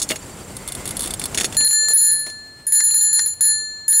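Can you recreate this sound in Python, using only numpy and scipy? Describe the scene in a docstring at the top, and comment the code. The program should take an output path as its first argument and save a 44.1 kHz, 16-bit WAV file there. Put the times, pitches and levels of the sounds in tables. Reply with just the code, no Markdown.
"""Bicycle and thumb bell in a park

A bicycle rolls slowly: a ratchet ticks, loose parts rattle, insects chirp.
The bell is rung in four flurries; each clapper blow stops the dome and sets it ringing anew.
A limiter holds the bell down, so its low partials swell as the high ones die."""
import sys
import numpy as np
from scipy import signal
from scipy.fft import rfft, irfft
from scipy.io import wavfile
from scipy.ndimage import uniform_filter1d

SR = 44100
rng = np.random.default_rng(int(sys.argv[2]) if len(sys.argv) > 2 else 0)


def wav_out(sig):
    """Save sig, one row per channel (or a flat mono array), as 16-bit PCM at SR to the path in sys.argv[1]."""
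    wavfile.write(sys.argv[1], SR, np.round(np.clip(np.atleast_2d(sig).T, -1, 1) * 32767).astype(np.int16))


N = 176400

# clapper blows: t/s, click/dB, partials 1-4/dB, twin 2/dB, twins 4 and 5/dB (twins re their partials)
BLOWS = [(1.568, -10, -24.5, -11, -8.5, -4, -17, -9.5), (1.646, -5, -24, -8.5, -16, -1, -7, -13),
         (1.679, -10, -43, -22.5, -18.5, -11, -25, -12), (1.709, -13, -36, -22, -15, -15, -7, -16),
         (1.73, -5.5, -22.5, -14, -7.5, -7.5, -17, -19), (1.885, -7.5, -27, -19, -15.5, -14, -22, -26),
         (1.934, -7, -23.5, -22.5, -22, 6.5, -3, -18), (1.974, -13, -38, -18, -10.5, -3, -16, -16),
         (2.013, -13, -29, -16.5, -12, 0, -20, -20), (2.047, -18, -27.5, -21.5, -7.5, -3, -17, -24),
         (2.064, -27, -28, -20.5, -15, -7.5, -22, -4.5), (2.113, -27, -30, -24, -26, -9, -21, -8),
         (2.191, -36, -32, -27, -31, -17.5, -30, -20), (2.667, -21, -39.5, -40.5, -28.5, -13, -18, -28),
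         (2.722, -7, -25.5, -29, -10, 2, 8, -23), (2.754, -10.5, -24, -15.5, -5, 0.5, -21, -15),
         (2.807, -13, -29, -22.5, -15.5, -16, -19, -19), (2.838, -20, -37, -30, -13, -4.5, 2, -26),
         (2.908, -16, -42, -21, -17, -14.5, -5, -24), (2.943, -15, -33, -30.5, -13.5, -4.5, 8.5, -16),
         (2.975, -22.5, -46.5, -24, -15, -12, -19, -14), (3.009, -21, -27.5, -19.5, -5, -5.5, 6.5, -15),
         (3.022, -28, -33, -25, -11, -10.5, -10, 3.5), (3.129, -14, -31.5, -17, -11.5, -4, -11, -16),
         (3.208, -26, -40.5, -26.5, -16, -18, -5.5, -23), (3.259, -21, -38, -28.5, -33, -11.5, -7, -28),
         (3.275, -22, -49, -34, -21, -18, -4.5, -15), (3.341, -24, -51.5, -39.5, -40, -36, -21, -6),
         (3.408, -13.5, -30.5, -22, -12, -3, -8.5, -19), (3.452, -15, -27.5, -18.5, -14, -3.5, -21, -13),
         (3.88, -19, -34, -36.5, -18.5, -7.5, -14, -22), (3.907, -24, -29, -26.5, -21, -1, -17, -14),
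         (3.927, -10, -27, -21.5, -16.5, -10, -6, -5), (3.945, -22, -28.5, -15.5, -5, -1, -12, -25),
         (3.968, -18, -24, -24, -7.5, 2.5, -15.5, -17)]
# dome partials 1-5: f/Hz
DOME_HZ = [1742.3, 4205.5, 7087.5, 10365.8, 14091]
# dome partials 1-5: T60/s
DOME_T60_S = [1.54, 1.45, 0.75, 0.34, 0.16]
# twins of partials 2-5: f/Hz
TWIN_HZ = [4162, 6985.5, 10187.5, 13819]
# lever hits its stop: t/s, level/dB
LEVER_STOPS = [(2.805, -10), (3.193, -8)]
# thumb drives the gears: start/s, end/s, level/dB
THUMB_STROKES = [(1.74, 1.935, -40.5), (3.153, 3.23, -37.5)]
# ratchet ticks: t/s, level/dB
RATCHET_TICKS = [(0.567, -26), (0.677, -24), (0.686, -24.5), (0.721, -23), (.750, -24), (0.856, -23.5),
                 (0.863, -31), (.876, -22), (.890, -26), (0.908, -21.5), (0.968, -20), (0.994, -20),
                 (1.007, -19), (1.021, -23), (1.030, -22), (1.039, -22.5), (1.048, -25), (1.059, -24),
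                 (1.074, -20), (1.107, -19.5), (1.138, -18), (1.196, -19.5), (1.239, -20), (1.256, -17)]
# jolts of loose parts and bell lever: t/s, clatter/dB, knock/dB
RATTLES = [(0.0, -21.5, -45), (0.017, -16, -52), (.026, -16.5, -49), (0.09, -19.5, -45), (0.098, -38, -27),
           (0.103, -38, -20), (0.108, -19.5, -21.5), (0.117, -49, -18.5), (0.158, -25.5, -27),
           (1.216, -24, -27), (1.346, -18, -20.5), (1.375, -15, -16.5), (1.384, -23, -16), (1.4, -19, -24),
           (1.410, -18, -14), (1.433, -24, -30), (1.444, -9, -11.5), (1.525, -27.5, -27.5),
           (1.546, -28, -28.5), (1.607, -33, -18), (2.266, -39, -38), (2.299, -34, -46)]
# handlebar bumps: t/s, level/dB
BUMPS = [(0.103, -24.5), (1.828, -40), (1.901, -33.5), (2.264, -33)]
# loose bracket's modes: f/Hz
BRACKET_HZ = [630, 2802]
# resonances of frame and fittings: f/Hz, peak gain/dB
FRAME_MODES = [(2200, -6), (2835, -1), (3510, 6), (4380, 8), (5465, -0.5), (6720, 8), (8450, 2.5),
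               (9020, -2), (9740, 1), (11100, 6.5)]
# chirp trains: start/s, end/s, f/Hz, chirp rate/Hz, level/dB
INSECTS = [(0, 1.7, 7360, 27.5, -38), (.2, 1.25, 4600, 10, -47), (2.2, 4, 8300, 21, -54)]
# rolling noise and open air: t/s, level/dB
AIR_LEVELS = [(0, -36), (.45, -37), (.9, -33), (1.62, -34.5), (1.69, -48), (2.3, -48.5), (4, -51)]
# noise spectra: f/Hz, relative density/dB
CLICK_SPECTRUM = [(500, -19), (1700, 0.5), (4000, -4.5), (8000, 8.5), (11000, 6), (15500, -14)]
STOP_SPECTRUM = [(300, -54), (750, -12), (1350, -6), (1880, 15), (2350, -19), (4500, -2), (9000, 1),
                 (15000, -26.5)]
TICK_SPECTRUM = [(1000, -8), (2600, -15), (3400, -2), (6500, -10.5), (8800, 4), (11200, 0.5), (12100, -14),
                 (15500, -11)]
CLATTER_SPECTRUM = [(1500, -30), (3800, -5.5), (7000, 1), (10000, 2), (11200, -8), (12500, -14),
                    (15500, -14)]
KNOCK_SPECTRUM = [(250, 7), (620, -0.5), (1200, -10.5), (1800, 4.5), (3400, 0), (8000, -24)]
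BUMP_SPECTRUM = [(170, -11), (390, -2), (650, -3), (1000, -12.5), (8000, -18)]
AIR_SPECTRUM = [(25, -7), (70, -0.5), (200, -2.5), (750, -11), (2200, -18.5), (4000, -23), (6200, -23),
                (8500, -16), (12000, -28.5), (15500, -32)]

TIME_S = np.arange(N) / SR
FIFTH_RE_FOURTH_DB, THIRD_TWIN_DB = -12, -11.5
FIRM_CLICK_DB, GRIP_S, CONTACT_S, KICK_RAD_PER_KHZ = -22, 0.0019, 0.0014, 0.168
LIMIT_DB, LIMIT_SHARE, RELEASE_DB_PER_S = -18, 0.87, 412
SENSE_HZ, SENSE_S, CEILING, CUTOFF_HZ = 8040, 0.0051, 0.56, 15700


def bell():
    """Five dome partials; the upper four beat against their twins."""
    _, _, hum, second, third, fourth, low_twin, high_twin = np.transpose(BLOWS)
    fifth = fourth + FIFTH_RE_FOURTH_DB
    levels_db = [hum, second, third, fourth, fifth]
    twins_db = [second + low_twin, third + THIRD_TWIN_DB, fourth + high_twin, fifth + high_twin]
    modes = [*zip(DOME_HZ, DOME_T60_S, levels_db), *zip(TWIN_HZ, DOME_T60_S[1:], twins_db)]
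    return sum(dome_mode(*mode) for mode in modes)


def dome_mode(hz, t60_s, levels_db):
    """Each blow resets the decaying mode's level; a firm one first chokes it and jolts its phase."""
    blow_s, click_db = np.transpose(BLOWS)[:2]
    firmness = np.minimum(from_db(click_db - FIRM_CLICK_DB), 1)
    last = np.maximum(np.searchsorted(blow_s, TIME_S) - 1, 0)
    coming = np.minimum(last + 1, len(blow_s) - 1)
    age_s = np.maximum(TIME_S - blow_s[last], 0)
    wait_s = blow_s[coming] - TIME_S
    choke = 1 - firmness[coming] * np.exp(-(wait_s / GRIP_S) ** 2) * (wait_s >= 0)
    kicks_rad = firmness * rng.normal(0, KICK_RAD_PER_KHZ * hz / 1000, len(blow_s))
    phase_rad = np.cumsum(kicks_rad) + 2 * np.pi * rng.random()
    decay = from_db(levels_db[last] - 60 * age_s / t60_s) * (TIME_S > blow_s[0])
    swing = choke * decay * np.exp(1j * phase_rad)[last]
    pole = np.exp(-2 / (CONTACT_S * SR))  # contact time rounds each step
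    rounded = signal.lfilter([1 - pole], [1, -pole], swing)
    return np.real(rounded * np.exp(2j * np.pi * hz * TIME_S))


def bell_works():
    """The clapper clicks, the gears shudder after each blow, the lever hits its stop and rings."""
    blow_s, click_db, *partials_db, _, _ = np.transpose(BLOWS)
    stop_s, stop_db = np.transpose(LEVER_STOPS)
    clapper = bursts(blow_s, click_db - 4, CLICK_SPECTRUM, decay_s=0.00082)
    shudder = bursts(blow_s, np.max(partials_db, axis=0) - 29.5, CLICK_SPECTRUM, decay_s=0.021)
    stop = bursts(stop_s, stop_db, STOP_SPECTRUM, decay_s=0.0035)
    lever = ring(impulses(stop_s, stop_db - 9), hz=1818, t60_s=0.042)
    return clapper + shudder + stop + lever


def gears():
    """Teeth grind unevenly under the thumb."""
    gate = sum(from_db(db) * (TIME_S > start) * (TIME_S < end) for start, end, db in THUMB_STROKES)
    roughness = from_db(5.5 * drift(250))
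    return frame(uniform_filter1d(gate, size=900) * roughness * noise(CLICK_SPECTRUM))


def ratchet():
    """Dry metallic ratchet ticks, ringing briefly."""
    tick_s, tick_db = np.transpose(RATCHET_TICKS)
    return frame(bursts(tick_s, tick_db + 2, TICK_SPECTRUM, decay_s=0.0048))


def rattles():
    """Loose parts clatter and knock on the frame; a bracket pings once; the handlebar bumps."""
    jolt_s, clatter_db, knock_db = np.transpose(RATTLES)
    clatter = bursts(jolt_s, clatter_db, CLATTER_SPECTRUM, decay_s=0.0081)
    knock = bursts(jolt_s, knock_db, KNOCK_SPECTRUM, decay_s=0.0052)
    bracket_hit = impulses(times_s=np.array([0.117]), db=-23)
    ping = sum(ring(bracket_hit, hz, t60_s=0.082) for hz in BRACKET_HZ)
    handlebar = bursts(*np.transpose(BUMPS), BUMP_SPECTRUM, decay_s=0.024)
    return frame(clatter + knock) + ping + handlebar


def frame(contacts):
    """Contacts sound directly and through the briefly ringing frame."""
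    ringing = sum(from_db(db) * resonance(contacts, hz, width_hz=64) for hz, db in FRAME_MODES)
    return from_db(-1.5) * contacts + ringing


def whir():
    """Narrow-band rubbing noise, one swell as the bicycle rolls."""
    start_s, end_s = 0.49, 1.12
    swell = np.sin(np.interp(TIME_S, [start_s, end_s], [0, np.pi]))
    rubbing = rms_one(resonance(rng.standard_normal(N), hz=2090, width_hz=86))
    return from_db(-46.5) * swell * rubbing


def insects():
    """Trains of thin chirps, each arching in pitch."""
    out = np.zeros(N)
    for start_s, end_s, hz, rate_hz, db in INSECTS:
        arch = np.sin(2 * np.pi * rate_hz * TIME_S + drift(2) / 2)
        pitch_hz = hz * (1 + 0.009 * (arch - 1 + drift(300) / 2))
        gate = np.maximum(arch, 0) * (TIME_S > start_s) * (TIME_S < end_s)
        level = from_db(db + 2.5 * drift(5.03))
        out += level * gate * np.sin(2 * np.pi * np.cumsum(pitch_hz) / SR)
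    return out


def air():
    """Low rolling noise and outdoor hiss, falling away as the bell starts."""
    level_db = np.interp(TIME_S, *np.transpose(AIR_LEVELS))
    flicker_db = 1.25 * drift(30.01)
    return from_db(level_db + flicker_db) * noise(AIR_SPECTRUM, side_db=-20)


def drone():
    """A low, wavering hum far away."""
    hz, level_db = 97.3, -57.5
    waver = 1 + drift(9) / 2
    return from_db(level_db) * rms_one(waver * np.sin(2 * np.pi * hz * TIME_S + drift(53)))


def from_db(db):
    """Decibels to gain."""
    return 10 ** (np.asarray(db) / 20)


def rms_one(x):
    """Scale to unit rms."""
    return x / np.sqrt(np.mean(x ** 2) + 1e-20)


def pan(x, left_re_right_db):
    """Stereo placement by level."""
    return x * from_db(np.array([[left_re_right_db], [-left_re_right_db]]) / 2)


def drift(rate_hz):
    """Random points joined by lines, unit rms."""
    return rms_one(np.interp(TIME_S * rate_hz, np.arange(1000), rng.standard_normal(1000)))


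def noise(spectrum, side_db=-18):
    """Coloured stereo noise, unit rms."""
    hz, db = np.transpose(spectrum)
    bins_hz = np.maximum(np.fft.rfftfreq(N, 1 / SR), 1)
    gain = from_db(np.interp(np.log(bins_hz), np.log(hz), db)) * np.minimum(bins_hz / hz[0], 1)
    mid, side = irfft(rfft(rng.standard_normal((2, N))) * gain, N)
    return rms_one(mid + from_db(side_db) * side * np.array([[1], [-1]]))


def impulses(times_s, db):
    """One impulse per event."""
    out = np.full(N, 1e-18)
    out[np.clip((times_s * SR).astype(int), 0, N - 1)] = from_db(db)
    return out


def bursts(times_s, db, spectrum, decay_s):
    """Decaying noise per contact: a dense cluster of short-lived resonances."""
    envelope = signal.lfilter([1], [1, -np.exp(-1 / (decay_s * SR))], impulses(times_s, db))
    return envelope * noise(spectrum)


def ring(x, hz, t60_s):
    """A unit impulse starts a decaying sine of height 1."""
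    r, w = from_db(-60 / (t60_s * SR)), 2 * np.pi * hz / SR
    return signal.lfilter([0, np.sin(w)], [1, -2 * r * np.cos(w), r * r], x)


def resonance(x, hz, width_hz):
    """Band-pass, unit peak gain."""
    r, w = np.exp(-np.pi * width_hz / SR), 2 * np.pi * hz / SR
    return signal.lfilter(np.array([1, 0, -1]) * (1 - r * r) / 2, [1, -2 * r * np.cos(w), r * r], x + 1e-18)


def scene():
    """Bell and bicycle close by, the park behind."""
    dome = pan(bell(), left_re_right_db=1.28)
    mechanics = pan(bell_works() + gears() + ratchet() + rattles(), left_re_right_db=0.2)
    return dome + mechanics + whir() + insects() + air() + drone()


def record(dry):
    """Fast limiter, less sensitive to top treble; then peak clipping and a steep low-pass."""
    sensed = signal.lfilter(*signal.butter(1, SENSE_HZ, fs=SR), dry.mean(axis=0))
    power = uniform_filter1d(sensed ** 2, int(SENSE_S * SR))
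    over_db = np.maximum(10 * np.log10(np.maximum(power, 1e-12)) - LIMIT_DB, 0)
    release_db = RELEASE_DB_PER_S * TIME_S
    held_db = np.maximum.accumulate(over_db + release_db) - release_db
    limited = np.clip(dry * from_db(-LIMIT_SHARE * held_db), -CEILING, CEILING)
    return signal.sosfilt(signal.ellip(10, 0.2, 80, CUTOFF_HZ, fs=SR, output="sos"), limited)


dry = scene()
out = record(dry)
wav_out(out)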